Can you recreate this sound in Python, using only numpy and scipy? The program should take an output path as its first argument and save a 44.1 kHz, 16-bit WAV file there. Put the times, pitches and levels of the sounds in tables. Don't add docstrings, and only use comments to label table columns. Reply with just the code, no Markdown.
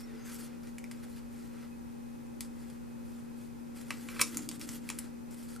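import sys
import numpy as np
from scipy import signal
from scipy.fft import rfft, irfft
from scipy.io import wavfile
from scipy.ndimage import uniform_filter1d

SR = 44100
rng = np.random.default_rng(int(sys.argv[2]) if len(sys.argv) > 2 else 0)


def to_wav(s):
    ch = np.atleast_2d(s).T
    pcm = np.round(np.clip(ch, -1, 1) * 32767)
    wavfile.write(sys.argv[1], SR, pcm.astype(np.int16))


N = 246959
TIME_S, BIN_HZ = np.arange(N) / SR, np.fft.rfftfreq(N, 1 / SR)
LEFT_RIGHT = np.array([[1], [-1]])

# (frequency [Hz], density [dB per Hz])
AIR_MID = [(20, -94), (45, -83.5), (60, -79), (80, -86.5), (125, -79), (180, -83.5), (300, -82),
           (450, -88.5), (800, -89.5), (1200, -99), (2000, -102), (3300, -108), (10000, -108),
           (15000, -112)]
# (frequency [Hz], density [dB per Hz])
MIC_NOISE_SIDE = [(20, -75), (50, -78), (105, -71.5), (200, -73.5), (300, -75.5), (500, -82), (850, -90.5),
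                  (1200, -92), (2000, -104), (3300, -111), (8000, -109), (15000, -113)]
# (frequency [Hz], rms level [dB], waver [dB])
FAINT_TONES = [(122.6, -78.5, 2.5), (517.5, -71.5, 4), (2530, -77.5, 3)]
# (time [s], rms level [dB])
REACH_LEVEL = [(3.9, -59), (4.05, -55.5), (4.3, -56), (4.39, -39.5), (4.44, -48.5), (4.62, -48),
               (4.8, -54.5), (4.96, -53.5), (5.15, -68)]
# (frequency [Hz], width [Hz], relative gain [dB])
REACH_MODES = [(208, 4.7, -9), (267, 93, 2.5), (307, 11, 1.5)]
# (time [s], frequency [Hz], peak level before the rise [dB], t60 [s])
BUMPS = [(.125, 442, -48, 0.37), (0.139, 344, -49.5, 0.17), (4.195, 111, -41.5, 0.11)]
# (start [s], end [s], first frequency [Hz], last frequency [Hz], dry rms level [dB])
SQUEAKS = [(0, 0.003, 5100, 5010, -55), (0, 0.06, 5450, 5470, -67), (0.05, 0.108, 3750, 3720, -75),
           (.14, 0.306, 5040, 4650, -75), (0.185, 0.35, 6300, 6560, -66), (0, .15, 2216, 1720, -70.5)]
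# (start [s], length [s], crisp edge friction [dB], soft skin friction [dB])
STROKES = [ (-.02, 0.049, -55.5, -56.5), (0, 0.65, -76, -60.5), (0.24, .11, -52.5, -56),
           (0.309, 0.075, -50.5, -63.5), (0.373, 0.11, -51.5, -62), (.62, .1, -65, -65),
           (0.874, 0.36, -67.5, -66), (1.022, 0.037, -63, -60), (1.09, 0.056, -63.5, -82),
           (1.157, .045, -59.5, -60.5), (1.295, 0.22, -64, -65.5), (1.5, .19, -68, -61),
           (2.408, 0.065, -61, -66), (2.528, 0.25, -66, -67), (3.026, .24, -67, -71),
           (3.353, 0.14, -65, -71), (3.744, 0.1, -57.5, -60), (3.8, 0.65, -58, -60),
           (4.089, .13, -55.5, -52.5), (4.189, 0.027, -47.5, -44), (4.201, 0.031, -35, -47),
           (4.226, 0.27, -54, -58), (4.511, 0.063, -54.5, -61), (4.595, .07, -52, -56),
           (4.659, 0.14, -50.5, -59), (4.797, 0.32, -60.5, -60), (5.301, 0.059, -57.5, -64),
           (5.353, 0.14, -58.5, -67), (5.472, 0.11, -56.5, -62.5)]
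# (frequency [Hz], relative density [dB])
EDGE_SPECTRUM = [(500, -3), (1800, -24), (3200, -2.5), (3900, -4.5), (4700, -1), (5700, -5), (7000, 0.5),
                 (8800, 1.5), (12000, -0.5), (15000, -8)]
# (frequency [Hz], relative density [dB])
SKIN_SPECTRUM = [(150, -8.5), (450, 6), (800, -10.5), (1300, 5.5), (2300, 1), (3200, -8), (6000, -9),
                 (15000, -58)]
# (frequency [Hz], relative level [dB], t60 [s])
PAGE_MODES = [(480, -18, .03), (1005, -5, .028), (1130, -1, .04), (1295, -1, .03), (1510, -6, .02),
              (1950, -5, .02), (2320, 2, .035), (2540, -4, .03), (2635, -3, .03), (3140, -7, .025)]
# (time [s], dry rms level over 4 ms [dB])
KNOCKS = [(3.9057, -37), (4.0867, -44.5), (4.163, -44), (4.1965, -30.5), (4.2145, -28.5)]
# (time [s], dry rms level over 4 ms [dB], rise time [s], bent-sheet resonance [Hz],
# resonance height [dB], tilt [dB per octave])
SNAPS = [ (0.671, -56, .002, 6000, 3, -5), (0.7825, -44, 0.0011, 2100, 16, 0),
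         (.8413, -45.5, 0.00028, 2300, 17, -2.5), (0.9122, -44.5, 0.0019, 11200, 8, -6.5),
         (2.407, -35, 0.00073, 4500, 6, 0.5), (2.7, -55, 0.00043, 9000, 4, -4),
         (3.9057, -33, 0.00094, 2500, 4.5, -6.5), (4.0864, -42, 0.0011, 2660, 10, -7.5),
         (4.1946, -34, 0.00076, 1280, 9, -8), (4.2134, -21.5, .00055, 2280, 12.5, -1.5),
         (4.2154, -20, 0.00086, 5640, 10.5, 3), (4.345, -43.5, .0013, 3280, 3, -3.5),
         (4.3713, -29.5, 0.00021, 7760, 7, 1.5), (4.389, -45.5, 0.002, 7500, 2, -13),
         (4.4897, -35, 0.00049, 4300, 6, 0.5), (4.513, -43, 0.0014, 3500, 2, -4),
         (4.5958, -49, .0005, 10000, -4, 5), (4.612, -40.5, 0.0017, 5000, 6, -4),
         (4.6893, -40, .0013, 6200, 8, -5), (4.754, -54.5, 0.00045, 11600, 13, -10),
         (4.89, -35.5, 0.00067, 2400, 19.5, 1.5), (4.9004, -33.5, 0.00094, 2470, 3, -4),
         (4.9873, -36.5, 0.00078, 11200, 9, -1.5), (4.9906, -38.5, .0003, 8000, 8, 5),
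         (5.5625, -47.5, 0.00043, 1390, 21, -0.5)]
# (frequency [Hz], relative gain [dB])
PAPER_SPECTRUM = [(150, -32), (600, -12), (1200, -5), (2400, -0.5), (3200, -1), (4700, -0.5), (8500, 4.5),
                  (11000, 3.5), (13000, -6.5), (15500, -2.5)]
# (frequency [Hz], likeness [-1..1])
ROOM_LIKENESS = [(300, 0.079), (1100, 0.99), (2400, 0.95), (3500, 1), (5000, 0.9), (8000, 0.35),
                 (13000, -.1)]
# (frequency [Hz], t60 [s])
ROOM_T60 = [(200, 0.78), (1100, 0.14), (3000, 0.18), (8000, 0.24), (15000, 0.092)]

STROKE_ATTACK, STROKE_RELEASE = 0.18, 0.26
STROKE_SAG_DB = -0.5
HOLD_EDGE_DB, HOLD_SKIN_DB = -81.5, -70
KNOCK_RISE_S = 0.0022
SNAP_KNOCK_DB = -20
CUTOFF_HZ = 15200


def amp(db):
    return 10 ** (np.asarray(db) / 20)


def unit(x):
    return x / np.sqrt(np.mean(x ** 2) + 1e-30)


def read(points, hz):
    point_hz, value = np.transpose(points)
    return np.interp(np.log(hz + 1), np.log(point_hz + 1), value)


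def add(mix, start_s, sound):
    part = mix[max(0, round(start_s * SR)):][:len(sound)]
    part += sound[:len(part)]


def colour(x, spectrum):
    return unit(irfft(rfft(x) * amp(read(spectrum, BIN_HZ)), N))


def drift(top_hz):
    lowpass = 1 / (1 + (BIN_HZ / top_hz) ** 4)
    return unit(irfft(rfft(rng.standard_normal(N)) * lowpass, N))


def causal(db):
    log_gain = np.log(amp(np.r_[db, db[-2:0:-1]]))
    return irfft(np.exp(signal.hilbert(log_gain).conj())[:len(db)])


def pair(a, b, likeness):
    same = np.clip(likeness, -1, 1)
    return np.array([a, same * a + np.sqrt(1 - same ** 2) * b])


def air(left_db=0.76):
    a, b = rfft(rng.standard_normal((2, N))) * np.sqrt(SR / 2)
    mid = a * amp(read(AIR_MID, BIN_HZ))
    side = b * amp(read(MIC_NOISE_SIDE, BIN_HZ))
    lean = amp(LEFT_RIGHT * left_db / (1 + BIN_HZ / 500))
    return irfft(np.array([mid + side, mid - side]) * lean, N)


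def hum(main_db=-47.0, waver_db=.5, wander_rad=0.052):
    main_hz, lead_rad, balance_db = 235.97, -.48, 1.7
    phase = 2 * np.pi * main_hz * TIME_S + wander_rad * drift(5) + LEFT_RIGHT * lead_rad / 2
    out = np.sin(phase) * amp(main_db + waver_db * drift(7.9) + LEFT_RIGHT * balance_db)
    for hz, db, tone_waver_db in FAINT_TONES:
        tone = np.sin(2 * np.pi * hz * TIME_S + drift(9.7))
        out = out + tone * amp(db + tone_waver_db * drift(20.0))
    return np.sqrt(2) * out


def reach():
    body = sum(amp(db) / (1 + (2 * (BIN_HZ - hz) / width_hz) ** 2) for hz, width_hz, db in REACH_MODES)
    drone = unit(irfft(rfft(rng.standard_normal(N)) * body, N))
    return drone * amp(np.interp(TIME_S, *np.transpose(REACH_LEVEL), left=-100, right=-100))


def bumps(rise_s=0.0013, size=20000):
    out, t = np.zeros(N), np.arange(size) / SR
    for start_s, hz, db, t60_s in BUMPS:
        ring = np.sin(2 * np.pi * hz * t) * amp(db - 60 * t / t60_s)
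        add(out, start_s, ring * (1 - np.exp(-t / rise_s)))
    return out


def squeaks(jitter=.022):
    out = np.zeros(N)
    for start_s, end_s, first_hz, last_hz, db in SQUEAKS:
        n = max(8, round((end_s - start_s) * SR))
        hz = np.linspace(first_hz, last_hz, n) * (1 + jitter * drift(500)[:n])
        tone = np.sin(2 * np.pi * np.cumsum(hz) / SR) * amp(3.3 * drift(120)[:n])
        add(out, start_s, amp(db) * unit(tone * signal.windows.tukey(n, .5)))
    return out


def friction():
    power = amp([[HOLD_EDGE_DB], [HOLD_SKIN_DB]]) ** 2 * np.ones(N)
    for start_s, length_s, edge_db, skin_db in STROKES:
        now = (TIME_S >= start_s) & (TIME_S < start_s + length_s)
        u = (TIME_S[now] - start_s) / length_s
        speed = np.minimum(1, np.minimum(u / STROKE_ATTACK, (1 - u) / STROKE_RELEASE))
        stroke = amp([[edge_db], [skin_db]]) * speed * amp(STROKE_SAG_DB * u)
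        power[:, now] += stroke ** 2
    return np.sqrt(power)


def flex(x, patchy_db=2.5):
    z = signal.stft(x, SR, nperseg=256)[2]
    patches = uniform_filter1d(rng.standard_normal(z.shape), size=4, axis=0)
    patches = unit(uniform_filter1d(patches, size=10, axis=1))
    return unit(signal.istft(z * amp(patchy_db * patches), SR, nperseg=256)[1][:N])


def rubbing(grains_per_s=1500, spread_db=-1.0, smooth=1.0, flutter_db=0.5, clump_db=3, edge_trim_db=-1,
            skin_trim_db=-1):
    edge, skin = friction()
    sizes = amp(spread_db * np.minimum(rng.exponential(1, N), 4)) * rng.choice([-1, 1], N)
    caught = rng.random(N) < grains_per_s / SR
    grains = unit(sizes * caught * amp(clump_db * drift(114)))
    crisp = flex(colour(grains + smooth * rng.standard_normal(N), EDGE_SPECTRUM))
    soft = colour(.5 * grains + rng.standard_normal(N), SKIN_SPECTRUM)
    rub = crisp * edge * amp(edge_trim_db) + soft * skin * amp(skin_trim_db)
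    return rub * amp(flutter_db * drift(23))


def pages(rise_s, size=4096):
    t, ring = np.arange(size) / SR, 0
    for k, (hz, db, t60_s) in enumerate(PAGE_MODES):
        ring = ring + (-1) ** k * amp(db - 60 * t / t60_s) * np.sin(2 * np.pi * hz * t)
    ring *= 1 - np.exp(-t / rise_s)
    return ring / np.linalg.norm(ring)


def snaps(after_db=-14, after_factor=9.9, size=4096):
    out, t, hz = np.zeros(N), np.arange(size) / SR, np.fft.rfftfreq(size, 1 / SR)
    level_window, width_share, tick = .004 * SR, .13, .3
    for start_s, db, rise_s, sheet_hz, sheet_db, tilt_db in SNAPS:
        swarm = t / rise_s * np.exp(1 - t / rise_s)
        swarm += amp(after_db) * np.exp(-t / (after_factor * rise_s))
        slips = np.tanh(rng.standard_normal(size)) * swarm
        slips /= np.linalg.norm(slips)
        slips[round(rise_s * SR / 2)] += tick
        sheet = sheet_db / (1 + ((hz - sheet_hz) / (width_share * sheet_hz)) ** 2)
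        shape_db = read(PAPER_SPECTRUM, hz) + sheet + tilt_db * np.log2((hz + 800) / 5000)
        snap = signal.fftconvolve(slips, causal(shape_db))[:size]
        snap /= np.linalg.norm(snap)
        add(out, start_s, amp(db) * (snap + amp(SNAP_KNOCK_DB) * pages(rise_s)))
    for start_s, db in KNOCKS:
        add(out, start_s, amp(db) * pages(KNOCK_RISE_S))
    return np.sqrt(level_window) * out


def room(x, wet_db=-11.0, early_db=-10, early_s=0.0097, echo_s=0.0059, echo_db=-13, size=22050):
    noise = rng.standard_normal((2, size))
    hz, t, z = signal.stft(noise, SR, nperseg=256)
    z = pair(z[0], z[1], read(ROOM_LIKENESS, hz)[:, None])
    decay = amp(-60 * t / read(ROOM_T60, hz)[:, None])
    tail = signal.istft(z * decay, SR, nperseg=256)[1][:, :size]
    t = np.arange(size) / SR
    early = tail * np.exp(-t / early_s) * (1 - np.exp(-t / 0.00069))
    late = tail * (1 - np.exp(-(t / 0.0081) ** 2))
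    response = amp(early_db) * early / np.linalg.norm(early[0])
    response += amp(wet_db) * late / np.linalg.norm(late[0])
    response[:, 0] += 1
    response[:, round(echo_s * SR)] += amp(echo_db)
    return signal.fftconvolve(x[None], response, axes=1)[:, :N]


def ports(x, left_db=1.0, treble_hz=9000):
    scatter_rad, path_s = .55, .0006
    treble = 1 / (1 + (treble_hz / (BIN_HZ + 1)) ** 4)
    ripple = np.sqrt(2) * np.sin(2 * np.pi * (BIN_HZ * path_s + rng.random()))
    side = LEFT_RIGHT * treble
    return irfft(rfft(x) * amp(side * left_db) * np.exp(1j * side * scatter_rad * ripple), N)


def scene():
    paper = ports(room(snaps() + rubbing() + squeaks()))
    return air() + hum() + reach() + bumps() + paper


def record(dry, notch_hz=680, notch_width_hz=170, depth=0.77):
    notched = signal.lfilter(*signal.iirnotch(notch_hz, notch_hz / notch_width_hz, SR), dry)
    lowpass = signal.firwin(301, CUTOFF_HZ, window=("kaiser", 8), fs=SR)
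    return signal.oaconvolve(dry + depth * (notched - dry), lowpass[None], "same")


dry = scene()
out = record(dry)
to_wav(out)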